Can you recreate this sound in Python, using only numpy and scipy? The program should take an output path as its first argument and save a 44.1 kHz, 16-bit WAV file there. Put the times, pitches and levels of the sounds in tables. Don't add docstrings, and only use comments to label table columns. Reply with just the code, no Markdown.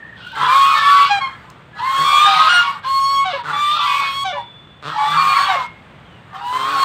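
import sys
import numpy as np
from scipy import signal
from scipy.fft import rfft, irfft, next_fast_len
from scipy.io import wavfile
from scipy.ndimage import uniform_filter1d, map_coordinates

SR = 44100
rng = np.random.default_rng(int(sys.argv[2]) if len(sys.argv) > 2 else 0)


def bounce(signal):
    frames = np.transpose(np.atleast_2d(signal))
    limited = np.clip(frames, -1, 1)
    pcm = np.round(limited * 32767).astype(np.int16)
    wavfile.write(sys.argv[1], SR, pcm)


def nominal_scale(level):
    x = np.asarray(level, float) / 20
    return 10 ** x


N = 301644

# time in seconds, pitch in Hz, level in dB,
# beak opening from 0 to 1.
GANDER_HONKS = [
    [(.46, 955, -21, .4), (.55, 1091, -10, 0.2), (.66, 1102, -14, 0.52), (.77, 1102, -18.5, 0),
     (.9, 1130, -13, 0.31), (1.03, 1129, -12.5, 0.22), (1.09, 1115, -26.5, .1)],
    [(1.79, 923, -26.5, 0), (1.86, 1057, -20, 0), (2.0, 1097, -15, 0.6), (2.18, 1118, -13.5, 0.5),
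     (2.27, 1082, -27, 0.5)],
    [(2.845, 1025, -27, 0.4), (2.89, 1081, -17.5, 1), (3.02, 1091, -15.5, 1.1), (3.12, 1103, -17, 1),
     (3.21, 1101, -16, 0.17), (3.245, 1104, -20, 0.07)],
    [(3.86, 1103, -23.5, .05), (4.04, 1108, -21.5, .05), (4.11, 1091, -22.5, 0.3), (4.24, 1114, -25, 0.63)],
    [(5.17, 1107, -13.5, .95), (5.24, 1098, -15, .95), (5.42, 1098, -15, .95), (5.49, 1121, -25, 0)],
    [(6.41, 933, -31.5, .3), (6.57, 1033, -18.5, 0.18), (6.72, 1108, -26.5, 0.75), (6.84, 1079, -12.5, 0.7)],
]
GANDER_ROUGHNESS = [.35, .25, .06, .1, .08, .3]
GANDER_RING_DB = [-4, -1.5, -0.5, 5, -1, -2]
# time in seconds, pitch in Hz, level in dB,
# beak opening from 0 to 1.
GOOSE_HONKS = [
    [(.48, 1169, -17.5, 0.24), (.58, 1220, -28, 0.16), (.7, 1248, -19, 0.033), (.79, 1222, -19, .6)],
    [(2.04, 1172, -20.5, 0.39), (2.2, 1196, -11.5, 0.31), (2.3, 1235, -13.5, 0.87), (2.49, 1274, -15, 1)],
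    [(2.49, 1427, -18.5, 0.2), (2.56, 1430, -8, 0.1), (2.64, 1400, -24, .3)],
    [(3.53, 1148, -24, 0.44), (3.6, 1173, -18, 0.33), (3.68, 1178, -16.5, 0.43), (3.78, 1228, -20, 0.86)],
    [(3.79, 1168, -19, .6), (4.01, 1136, -19.5, 0.19)],
    [(4.98, 1127, -24.5, 0.18), (5.11, 1166, -17, 0.51), (5.22, 1195, -19.5, .1), (5.34, 1201, -17.5, .1)],
    [(5.35, 1132, -18, .1), (5.5, 1169, -23, 0.088), (5.58, 1072, -21, 0.96), (5.655, 940, -27.5, 0.53)],
    [(6.63, 1185, -25.5, 0.049), (6.72, 1255, -26, 0.28), (6.84, 1232, -37, 0.11)],
]
GOOSE_ROUGHNESS = [.3, .12, .1, .15, .3, .2, .4, 1]
GOOSE_RING_DB = [-3, -1.5, 0, -1.5, -4.5, -5, -9.5, -9.5]
# start in seconds, length in seconds, first pitch in Hz, last pitch in Hz, level in dB.
CACKLES = [
    (1.093, 0.1, 820.6, 784, -14),
    (1.203, 0.076, 1098, 1038, -18),
    (2.251, .14, 798, 746, -18),
    (3.244, .085, 773, 675, -21.5),
    (3.328, .05, 563, 536, -22.5),
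    (4.241, .085, 784, 689, -21.5),
    (4.32, .07, 589, 555, -27.5),
    (5.477, .085, 787, 667, -19.5),
    (5.552, 0.038, 564, 520, -29),
]
# frequency in Hz, gain in dB.
CACKLE_THROAT = [(550, -0.5), (780, 1), (1080, -2), (1550, -7.5), (2250, -6.5), (3100, -10.5), (3800, -8),
                 (5400, -33.5)]
# time in seconds, air flow in dB,
# beak opening from 0 to 1.
RASP_BOUTS = [
    [(.14, -33.5, 0.47), (.32, -43, 0.97), (.36, -23, .3), (.42, -13.5, 0.25), (.62, -15.5, 0.54),
     (1.07, -16.5, 0.65), (1.2, -30, 0), (1.62, -47.5, 0.04)],
    [(1.72, -44.5, 0), (1.79, -25.5, 0.5), (1.96, -18, 0.3), (2.22, -14.5, 0.53), (2.45, -9, 0.53),
     (2.66, -19.5, 0.66), (2.8, -33, 0.03)],
    [(2.82, -17, 0.45), (2.95, -34.5, 0.66), (3.22, -37, .85), (3.32, -24.5, 0.67), (3.42, -30.5, 0.53)],
    [(3.425, -26, 0), (3.5, -18.5, 0.14), (3.66, -26.5, 0.72), (3.76, -21, 0.76), (4.05, -18, 0.56),
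     (4.2, -31.5, 0.58), (4.37, -44, 1), (4.45, -45, 0.4)],
    [(4.81, -27.5, 0.4), (5.15, -15.5, 0.43), (5.3, -19, 0.48), (5.4, -12.5, 0.43), (5.62, -21, 0.39),
     (5.67, -29.5, .1)],
    [(6.2, -52, .2), (6.32, -44, .1), (6.35, -27, 0.24), (6.5, -34, .7), (6.55, -24.5, 0.38),
     (6.84, -17, 0.4)],
]
# frequency in Hz, level in dB.
RASP_THROAT = [(400, -29), (650, -21.5), (850, -3), (1200, 2), (2000, -7.5), (3000, -31)]
# frequency in Hz, level in dB.
RASP_BEAK = [(1800, -30), (2400, 6.5), (3300, 11), (4300, 5.5), (5800, -8.5), (15700, -80.5)]
# start in seconds, length in seconds, flap rate in Hz, throat level in dB, chest level in dB.
GRUNTS = [
    (.36, .17, 146.2, -28.5, -41.5),
    (1.97, .1, 152, -27.5, -39),
    (3.43, .19, 151.7, -31.5, -41),
    (4.82, .16, 150.4, -28.5, -40),
    (5.05, .27, 158.4, -35.5, -36.5),
    (6.52, .5, 145.2, -28, -70),
]
# centre in Hz, width in Hz, gain in dB.
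GRUNT_THROAT = [(1220, 165, 9.5), (1550, 360, 1), (3690, 780, -5.5), (417, 320, -3)]
# time in seconds, peak in dB.
PECKS = [
    (1.501, -32),
    (4.824, -48),
]
# start in seconds, length in seconds, first pitch in Hz, last pitch in Hz,
# level in dB.
THIRD_BIRD = [(0.327, 0.14, 903, 834, -33), (0.674, 0.37, 1311, 1335, -20.5),
              (2.375, 0.11, 1110, 1037, -18.5), (2.598, 0.12, 955, 944, -27),
              (3.074, 0.23, 1280, 1307, -40.5), (3.341, 0.082, 1052, 934, -28),
              (3.738, 0.12, 1359, 1380, -27), (4.346, 0.072, 1030, 932, -25.5),
              (4.942, 0.14, 851, 868, -22), (5.301, .11, 1397, 1324, -26), (6.33, 0.23, 756, 882, -37)]
# start in seconds, length in seconds, first pitch in Hz, last pitch in Hz,
# level in dB.
FOURTH_BIRD = [(0.202, 0.22, 1470, 1520, -40), (0.752, 0.16, 1786, 1742, -19.5),
               (.89, .09, 1440, 1518, -24), (2.61, .11, 1150, 1100, -21), (3.801, 0.16, 998, 990, -26.5),
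               (4.36, 0.061, 876, 784, -31), (4.95, 0.086, 894, 1108, -27)]
# start in seconds, length in seconds, pitch in Hz, first level in dB,
# change in dB per second.
WHISTLES = [
    (0, 0.17, 1837, -41, -26),
    (1.73, 0.079, 1695, -39.5, 8),
    (3.87, 0.21, 2510, -27, -5),
    (4.258, 0.55, 3482, -35, -32),
    (5.5, 0.31, 2160, -24, -110),
]
# time in seconds, pitch in Hz, level in dB.
SONGBIRD = [
    [(6.05, 3330, -59), (6.12, 3000, -55), (6.2, 2760, -53)],
]
# frequency in Hz, density in dB per Hz.
YARD_SPECTRUM = [(30, -10), (150, -5.5), (273, -16.5), (1300, -16.5), (3400, -23.5), (5500, -43),
                 (15700, -44)]
# frequency in Hz, time to fall 60 dB in seconds.
WALL_DECAY = [(500, 0.15), (2500, 0.4), (10000, 0.047)]
# frequency in Hz, gain in dB.
MICROPHONE = [(25, -31), (60, -0.5), (120, 3.5), (6300, -2), (8500, -0.5), (9300, -6.5), (10000, -18.5),
              (13800, -11), (15700, -15)]


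def geese():
    return near_honks() + cackles() + third_bird() + far_birds()


def near_honks():
    gander = [honk(rows, ring_db, count=4, overtone_db=-19, beak_db=13, bloom_db=-8, effort=0.045)
              for rows, ring_db in zip(GANDER_HONKS, GANDER_RING_DB)]
    goose = [honk(rows, ring_db, count=3, overtone_db=-22, beak_db=20, bloom_db=3, effort=0.14)
             for rows, ring_db in zip(GOOSE_HONKS, GOOSE_RING_DB)]
    first = syrinx(gander, GANDER_ROUGHNESS, top_db=-11.5, under_db=-37, octave_db=-1.0, breath_db=17, veil=0.55)
    second = syrinx(goose, GOOSE_ROUGHNESS, top_db=-10.5, under_db=-34.5, breath_db=17)
    return first + second


def honk(rows, ring_db, count, overtone_db, beak_db, bloom_db, effort):
    beak_shut_hz, beak_wide_hz, beak_width_hz = 2066, 4544, 806
    bloom_s = 0.16
    s, *columns = np.transpose(rows)
    t = np.linspace(s[0], s[-1], num=40)
    hz, db, opening = (np.interp(t, s, column) for column in columns)
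    beak_hz = beak_shut_hz + (beak_wide_hz - beak_shut_hz) * opening
    bloom = bloom_db * np.exp(-(t - t[0]) / bloom_s)
    over_db = db + effort * (db + 9.5) + overtone_db + ring_db + bloom
    partials_db = [db]
    for k in range(2, count + 1):
        lift_db = beak_db * np.exp(-((k * hz - beak_hz) / beak_width_hz) ** 2)
        partials_db.append(over_db + lift_db)
    return np.transpose([t, hz] + partials_db)


def syrinx(tables, roughs, top_db, under_db=-60, octave_db=-6, breath_db=-3.5, veil=0):
    clears_s, clearing_s = 0.13, 0.037
    breath_in_s = 0.058
    out = np.zeros(N)
    for rows, rough in zip(tables, roughs):
        first, gate, (hz, *levels) = read_track(rows)
        count = len(hz)
        t = np.arange(count) / SR
        chance = lambda rate: wobble(count=count, rate=rate)
        waver = .0015 * chance(50) + rough * .024 * chance(200)
        phase = 2 * np.pi * np.cumsum(hz * (1 + waver)) / SR
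        flutter_db = .5 * chance(40) + rough * 3.5 * chance(160)

        tone = nominal_scale(levels[0]) * np.sin(phase)
        for k, db in enumerate(levels[1:], 2):
            tone += nominal_scale(db + rough * 6 * chance(30)) * np.sin(k * phase + k * k)

        bright_db = np.mean(levels[-2:], axis=0) + top_db
        haze = rough + veil / (1 + np.exp(np.minimum((t - clears_s) / clearing_s, 50)))
        strength_db = bright_db - 24 * haze
        for k in range(len(levels) + 1, int(15600 / hz.max()) + 1):
            fall_db = octave_db * np.log2(k / len(levels))
            tone += nominal_scale(strength_db + fall_db + 4 * chance(15)) * np.sin(k * phase + k * k)

        breath = haze * (1 - np.exp(-t / breath_in_s)) * nominal_scale(bright_db + breath_db)
        tone += breath * np.diff(rng.standard_normal(count + 1))
        undertone = np.sin(phase / 2) + np.sin(3 * phase / 2)
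        tone += nominal_scale(levels[0] + under_db + 6.6 * chance(14.35)) * undertone
        out[first:first + count] += np.sqrt(2) * gate * nominal_scale(flutter_db) * tone
    return out


def cackles():
    roughs = [.04 if row[2] > 650 else .12 for row in CACKLES]
    return syrinx([cackle(*row) for row in CACKLES], roughs, top_db=-5.5, octave_db=-17.5, breath_db=-3)


def cackle(s, length, first_hz, last_hz, db):
    u = np.linspace(0, 1, num=12)
    hz = first_hz + (last_hz - first_hz) * u ** 1.6
    level_db = db + np.interp(u, [0, 0.18, 1], [-18, 0, -9])
    partials_db = [level_db + along(CACKLE_THROAT, k * hz) for k in range(1, 6)]
    return np.transpose([s + length * u, hz] + partials_db)


def rasp():
    throat_loss_db, shut_loss_db = -9, -22
    swell_s = 0.033
    throat = coloured(torn_air(streak_db=6.0, puff_db=0), RASP_THROAT)
    beak = coloured(torn_air(streak_db=3.8, puff_db=1.5), RASP_BEAK)
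    out = np.zeros(N)
    for rows in RASP_BOUTS:
        first, gate, (air_db, opening) = read_track(rows)
        throat_db = air_db + throat_loss_db * opening
        beak_db = air_db + shut_loss_db * (1 - opening)
        span = slice(first, first + len(gate))
        swell = 1 - np.exp(-(np.arange(len(gate)) / SR / swell_s) ** 2)
        air = nominal_scale(throat_db - 3.0) * throat[span] + nominal_scale(beak_db) * beak[span]
        out[span] = gate * swell * air
    return out


def torn_air(streak_db, puff_db):
    z = signal.stft(rng.standard_normal(N), nperseg=1024)[2]
    streaks = uniform_filter1d(rng.standard_normal(z.shape), size=2, axis=0)
    streaks = uniform_filter1d(streaks, size=6, axis=1)
    air = signal.istft(z * nominal_scale(streak_db * unit(streaks)), nperseg=1024)[1][:N]
    return air * nominal_scale(puff_db * wobble(count=N, rate=300))


def grunts():
    flaps, chest = np.zeros(N), np.zeros(N)
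    for row in GRUNTS:
        first, gate, (hz, throat_db, chest_db) = read_track(grunt(*row))
        count = len(hz)
        turns = np.cumsum(hz * (1 + 0.037 * wobble(count=count, rate=120))) / SR
        at = np.flatnonzero(np.diff(np.floor(turns)))
        size_db = 2.0 * wobble(count=count, rate=150)
        flaps[first + at] = (gate * nominal_scale(throat_db + size_db + 34.5))[at]
        chest[first:first + count] = np.sqrt(2) * gate * nominal_scale(chest_db) * np.sin(2 * np.pi * turns)
    return filtered(flaps, grunt_throat) + chest


def grunt(s, length, hz, throat_db, chest_db):
    t = length * np.array([0, .4, 1])
    throat = throat_db + np.array([-6, 0, -17])
    chest = chest_db + np.array([-14, 0, -15.5])
    return np.transpose([s + t, hz + 60 * (t - t[1]), throat, chest])


def grunt_throat(hz):
    response = 0
    for k, (centre, width, db) in enumerate(GRUNT_THROAT):
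        damping = 1j * hz * width
        response = response + (-1) ** k * nominal_scale(db) * damping / (centre * centre - hz * hz + damping)
    return response


def pecks():
    out, t = np.zeros(N), np.arange(SR // 50) / SR
    for s, db in PECKS:
        out[round(s * SR):][:len(t)] += nominal_scale(db - 60 * t / .014) * rng.standard_normal(len(t))
    return filtered(out, lambda hz: hz ** 2 / (hz ** 2 + 2500 ** 2))


def third_bird():
    calls = [far_call(*row, octave_db=-18.5) for row in THIRD_BIRD]
    return syrinx(calls, [.55] * len(calls), top_db=-16)


def far_birds():
    calls = [far_call(*row, octave_db=-11.5) for row in FOURTH_BIRD]
    calls += [whistle(*row) for row in WHISTLES] + SONGBIRD
    roughs = [1.3 if rows[0][0] < .3 else .4 for rows in calls]
    return syrinx(calls, roughs, top_db=-10.5)


def far_call(s, length, first_hz, last_hz, db, octave_db):
    attack_s, release_s = min(0.042, length / 3), min(0.019, length / 2)
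    t = np.array([0, attack_s, length - release_s, length])
    level_db = db + np.array([-6.5, 0, 0, -7])
    hz = first_hz + (last_hz - first_hz) * t / length
    return np.transpose([s + t, hz, level_db, level_db + octave_db])


def whistle(s, length, hz, db, fade):
    last_db = db + fade * length
    return [(s, hz, db, db - 72), (s + length, hz, last_db, last_db - 57)]


def walls(x):
    out, hop = np.zeros(N + SR), SR // 4
    fade = np.hanning(2 * hop + 1)[:-1]
    padded = np.pad(x, (hop, 2 * hop))
    for start in range(0, N + hop, hop):
        hz, t, z = signal.stft(rng.standard_normal(SR // 2), SR, nperseg=256)
        decay = nominal_scale(-60 * t / along(WALL_DECAY, hz)[:, None])
        tail = signal.istft(z * decay, SR, nperseg=256)[1]
        part = signal.fftconvolve(padded[start:start + 2 * hop] * fade, tail / np.linalg.norm(tail))
        out[start:][:len(part)] += part[:len(out) - start]
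    return out[hop - 400:][:N]


def yard():
    level_db = -45.5 + 1.2 * wobble(count=N, rate=3)
    return nominal_scale(level_db) * coloured(rng.standard_normal(N), YARD_SPECTRUM)


def unit(x):
    return x / np.sqrt(np.mean(x ** 2) + 1e-20)


def along(points, hz):
    f, v = np.transpose(points)
    return np.interp(np.log(hz + 1), np.log(f + 1), v)


def read_track(rows):
    s, *columns = np.transpose(rows)
    first = max(round(s[0] * SR), 0)
    t = np.arange(first, min(round(s[-1] * SR), N)) / SR
    gate = np.clip(np.minimum(t - t[0], t[-1] - t) / 0.0029, 0, 1)
    return first, gate, [np.interp(t, s, column) for column in columns]


def wobble(count, rate):
    knots = rng.standard_normal(int(SR * 7 * 2e-2))
    return map_coordinates(knots, [np.arange(count) * rate / SR], order=3, mode="wrap")


def filtered(x, response):
    m = next_fast_len(N + 8192)
    return irfft(rfft(x, m) * response(np.fft.rfftfreq(m, 1 / SR)), m)[:N]


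def coloured(x, spectrum):
    return unit(filtered(x, lambda hz: nominal_scale(along(spectrum, hz))))


def scene():
    flock = geese() + rasp() + grunts() + pecks()
    return (flock + nominal_scale(-10.5) * walls(flock) + yard())[None]


def low_pass(x):
    return signal.sosfilt(signal.butter(12, 15710, fs=SR, output="sos"), x)


def record(dry):
    heard = filtered(dry[0], lambda hz: nominal_scale(along(MICROPHONE, hz)))
    held = heard / (1 + np.abs(heard / .9) ** 6) ** (1 / 6)
    return low_pass(held[None])


dry = scene()
out = record(dry)
bounce(out)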